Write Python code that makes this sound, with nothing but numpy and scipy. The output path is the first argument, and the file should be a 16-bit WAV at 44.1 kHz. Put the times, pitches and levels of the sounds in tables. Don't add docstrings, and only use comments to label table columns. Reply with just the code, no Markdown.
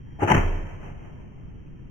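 import sys
import numpy as np
from scipy import signal
from scipy.fft import rfft, irfft, next_fast_len
from scipy.io import wavfile
from scipy.ndimage import map_coordinates

SR = 44100
rng = np.random.default_rng(int(sys.argv[2]) if len(sys.argv) > 2 else 0)


def field_ratio(decibels):
    return 10 ** (np.asarray(decibels, dtype=float) / 20)


def output_pcm(signal):
    pcm = np.clip(np.atleast_2d(signal).T, -1, 1) * 32767
    wavfile.write(sys.argv[1], SR, np.round(pcm).astype(np.int16))


N = 83790
TIME_S = np.arange(N) / SR
SIDE = np.array([[1], [-1]])
TOP_HZ = 3170


def unit(x):
    return x / np.sqrt(np.mean(x ** 2) + 1e-20)


def along(points, hz):
    f, v = np.transpose(points)
    return np.interp(np.log(hz + 1), np.log(f + 1), v)


def curve(rows, fade_db_per_s):
    s, db = np.transpose(rows)
    outside_s = np.maximum(TIME_S - s[-1], 0) + 10 * np.maximum(s[0] - TIME_S, 0)
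    return field_ratio(np.interp(TIME_S, s, db) - fade_db_per_s * outside_s)


def wobble(rate_hz):
    knots = rng.standard_normal(int(N * rate_hz / SR) + 4)
    return map_coordinates(knots, [np.arange(N) * rate_hz / SR])


def filtered(x, response):
    m = next_fast_len(x.shape[-1] + SR // 2)
    spectrum = rfft(x, m) * response(np.fft.rfftfreq(m, 1 / SR))
    return irfft(spectrum, m)[..., :x.shape[-1]]


def paired(pair, colour):
    # hz, likeness
    likeness = [(60, 1), (200, -0.0044), (500, -0.077), (1200, -0.12), (3000, 0.08)]

    def mid_side(hz):
        turn = np.arccos(np.clip(along(likeness, hz), -1, 1)) / 2
        return field_ratio(along(colour, hz)) * [np.cos(turn), np.sin(turn)]

    mid, side = filtered(pair, mid_side)
    return np.array([mid + side, mid - side])


def rush(colour):
    return unit(paired(rng.standard_normal((2, N)), colour))


def ring(hz, db, t60_s, swell_s, t, phase=0):
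    t = np.maximum(t, 0)
    return field_ratio(db - 60 * t / t60_s) * (1 - np.exp(-t / swell_s)) * np.sin(2 * np.pi * hz * t + phase)


def wood():
    # hz, density_db_per_hz
    floor_colour = [(10, -7), (35, -7.5), (75, -7), (135, -4.5), (210, -12.5), (420, -24), (640, -39.5),
                    (3200, -44.5)]
    # start_s, level_db, pitch_hz
    twigs = [
        (1.378, -59, 2060),
        (1.663, -57, 2500),
        (1.785, -58, 1760),
        (1.786, -57, 1000),
    ]
    ticks = sum(ring(hz, db, 0.061, 0.0033, TIME_S - s) for s, db, hz in twigs)
    level_db = -41 + 0.21 * wobble(2.5) + 0.81 * wobble(13.9)
    return field_ratio(level_db) * rush(floor_colour) + ticks


def trees(x, decay, delay_s):
    low_cut_hz = 160
    hz, t, z = signal.stft(rng.standard_normal((2, N)), SR, nperseg=512)
    fade = field_ratio(-60 * t / along(decay, hz)[:, None])
    tail = signal.istft(z * fade, SR, nperseg=512)[1]
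    swell = 1 - np.exp(-np.arange(tail.shape[1]) / SR / delay_s)
    tail = paired(tail * swell, [(low_cut_hz / 4, -20), (low_cut_hz, 0)])
    return signal.fftconvolve(x.mean(0)[None], tail / np.linalg.norm(tail[0]), axes=1)[:, :N]


def hum():
    left_db = -0.6
    # pitch_hz, level_db, start_s, swell_s, t60_s
    string = [
        (25.2, -19.5, .3659, .015, .95),
        (27.7, -20, .3814, .008, 1.35),
        (13.1, -33, .3514, .02, 1.3),
        (83.5, -23, .3804, .004, 1.0),
        (94.3, -33, .3796, .004, 1.6),
        (79.2, -15, .3747, .004, .16),
    ]
    # pitch_hz, level_db, start_s, swell_s, t60_s
    lurch = (41, -22, .316, .012, .35)
    modes = list(string) + [lurch]
    swings = sum(ring(hz, db, t60, swell, TIME_S - s) for hz, db, s, swell, t60 in modes)
    return field_ratio(left_db * SIDE) * swings


def creep():
    # time_s, level_db
    slip = [
        (0, -80),
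        (.06, -65),
        (.12, -61),
        (.18, -63),
        (.2, -68),
    ]
    # hz, density_db_per_hz
    slip_colour = [(400, -27), (920, 7.5), (1200, -16), (1800, 2), (2600, -15), (3200, -33)]
    return curve(slip, fade_db_per_s=400) * field_ratio(2 * wobble(30)) * rush(slip_colour)


def swish():
    band_db, left_db, grit_db, grit_per_s = 9, 1.3, 2, 350
    # time_s, level_db
    effort = [
        (.192, -60),
        (.207, -43),
        (.236, -36),
        (.248, -42),
        (.271, -41),
        (.279, -28),
        (.312, -29),
        (.318, -25),
        (.326, -31),
        (.39, -33),
    ]
    # hz, density_db_per_hz
    scrape_colour = [(100, -41.5), (250, -17), (500, -12.5), (1000, -14.5), (1800, -17.5), (2500, -23.5),
                     (3200, -28.5)]
    grit = field_ratio(left_db * SIDE + grit_db * wobble(grit_per_s))
    return field_ratio(band_db) * curve(effort, fade_db_per_s=246) * unit(grit * rush(scrape_colour))


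def contact_crack(crack_db, t):
    t60_s, swell_s = .022, .0015
    noise = filtered(rng.standard_normal((2, len(t))), lambda hz: 3.5 * (hz > 1000) * (hz < TOP_HZ))
    return field_ratio(crack_db + 2.5 - 60 * t / t60_s) * (1 - np.exp(-t / swell_s)) * noise


def shaft_ring(shaft_db, since_s, tight, t):
    start_hz, rise_hz_per_s = 812.3, 404.3
    left_db, lag_s, swell_s, upper_slack_db = 4, .00012, .0025, -8
    # multiple, level_db, t60_s
    shaft = [(1, 0, .038), (.87, -7, .035), (1.145, -6, .035), (1.9, -10, .022), (2.23, -8, .022)]
    hz = start_hz + rise_hz_per_s * since_s
    turns = (start_hz + rise_hz_per_s * since_s / 2) * since_s
    out = 0
    for k, db, t60 in shaft:
        slack_db = upper_slack_db * (k > 1) * (not tight)
        level_db = shaft_db + 2.5 + db + slack_db + left_db * SIDE
        out = out + ring(k * hz, level_db, t60, swell_s, t + SIDE * lag_s, 2 * np.pi * k * turns)
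    return out


def bow_thud(grip_db, limb_db, start_s, tight, t):
    riser_slack_db = -11
    # pitch_hz, level_db, t60_s
    grip = [(268.4, -0.5, 0.085), (348.2, 2.5, 0.068), (408.2, -4, 0.099), (560, -8, .05),
            (665, -9.5, 0.12)]
    # pitch_hz, level_db, t60_s
    limbs = [(97.7, 2, 0.14)]
    # pitch_hz, level_db, t60_s
    riser = [(145, 4, 0.079), (180, -2.5, 0.15), (212, -1.5, 0.12)]
    riser_db = grip_db + riser_slack_db * (not tight)
    out = 0
    for part, part_db in [(grip, grip_db), (limbs, limb_db), (riser, riser_db)]:
        for hz, db, t60 in part:
            level_db = part_db + db - 3 + SIDE * hz / 400 + rng.normal(0, 1.5)
            phase = 2 * np.pi * hz * start_s + rng.normal(0, 1) * hz / 200 + SIDE * hz / 1100
            out = out + ring(hz, level_db, t60, 0.001, t, phase)
    return out


def knocks():
    slam_s = .295
    # start_s, crack_db, shaft_db, grip_db, limb_db
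    contacts = [(.189, -66.5, -37.5, -38, -43), (0.194, -54, -34, -54, -43),
                (.205, -41.5, -36, -42.5, -44.5), (0.22, -40.5, -19, -19.5, -30),
                (0.229, -38, -13, -14.5, -21), (0.237, -28, -23, -26, -28), (0.248, -42, -24, -24.5, -34.5),
                (0.2753, -34.5, -33.5, -22.5, -43.5), (0.288, -23.5, -20.5, -28, -31.5),
                (.300, -20, -16.5, -19.5, -27.5), (0.305, -27.5, -16.5, -27, -32.5),
                (0.312, -22, -20, -31, -31), (0.317, -13.5, -8.5, -26, -28),
                (0.325, -35.5, -35, -19, -27.5), (.346, -15.5, -24.5, -17.5, -16.5),
                (0.366, -30.5, -29.5, -26.5, -24), (.378, -24.5, -27.5, -22, -24)]
    bow, arrow, t = np.zeros((2, N)), np.zeros((2, N)), np.arange(SR // 3) / SR
    for s, crack_db, shaft_db, grip_db, limb_db in contacts:
        tight = s >= slam_s
        first = round(s * SR)
        here = slice(first, first + len(t))
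        arrow[:, here] += shaft_ring(shaft_db, s - contacts[0][0], tight, t)
        bow[:, here] += contact_crack(crack_db, t) + bow_thud(grip_db, limb_db, s, tight, t)
    return bow, arrow


def scene():
    near_db, far_db, clumps_db = -5.5, -11.5, 1.5
    # hz, t60_s
    near_decay = [(100, 1), (300, 0.98), (700, 0.71), (1500, 0.43), (3000, .6)]
    # hz, t60_s
    far_decay = [(100, 1.4), (300, 3.1), (700, 3.46), (1500, 2.3), (3000, 2.9)]
    bow, arrow = knocks()
    air = swish() + creep()
    thrown = air + .4 * bow + .25 * arrow
    near = field_ratio(near_db) * trees(thrown, near_decay, 0.017)
    far = field_ratio(far_db + clumps_db * wobble(14)) * trees(thrown, far_decay, 0.056)
    return bow + arrow + air + hum() + near + far + wood()


def band_limit(x):
    return signal.sosfilt(signal.butter(12, 16410, fs=SR, output="sos"), x)


def record(dry):
    ceiling, slowed, grid_start, treble_end_hz = 1.3, 5, 1.45, 15800
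    grid = np.arange(grid_start - slowed, N + slowed, slowed)
    rounded = dry / (1 + np.abs(dry / ceiling) ** 4) ** .25

    def sampling(hz):
        shift = np.exp(2j * np.pi * hz * (grid_start % 1) / SR)
        line_loss = np.sinc(np.minimum(hz, TOP_HZ) * slowed / SR) ** 2
        return (hz < TOP_HZ) * shift / line_loss

    kept = filtered(rounded, sampling)
    sparse = kept[:, np.clip(grid.astype(int), 0, N - 1)]
    joined = np.array([np.interp(np.arange(N), grid, c) for c in sparse])
    return band_limit(filtered(joined, lambda hz: hz < treble_end_hz))


dry = scene()
out = record(dry)
output_pcm(out)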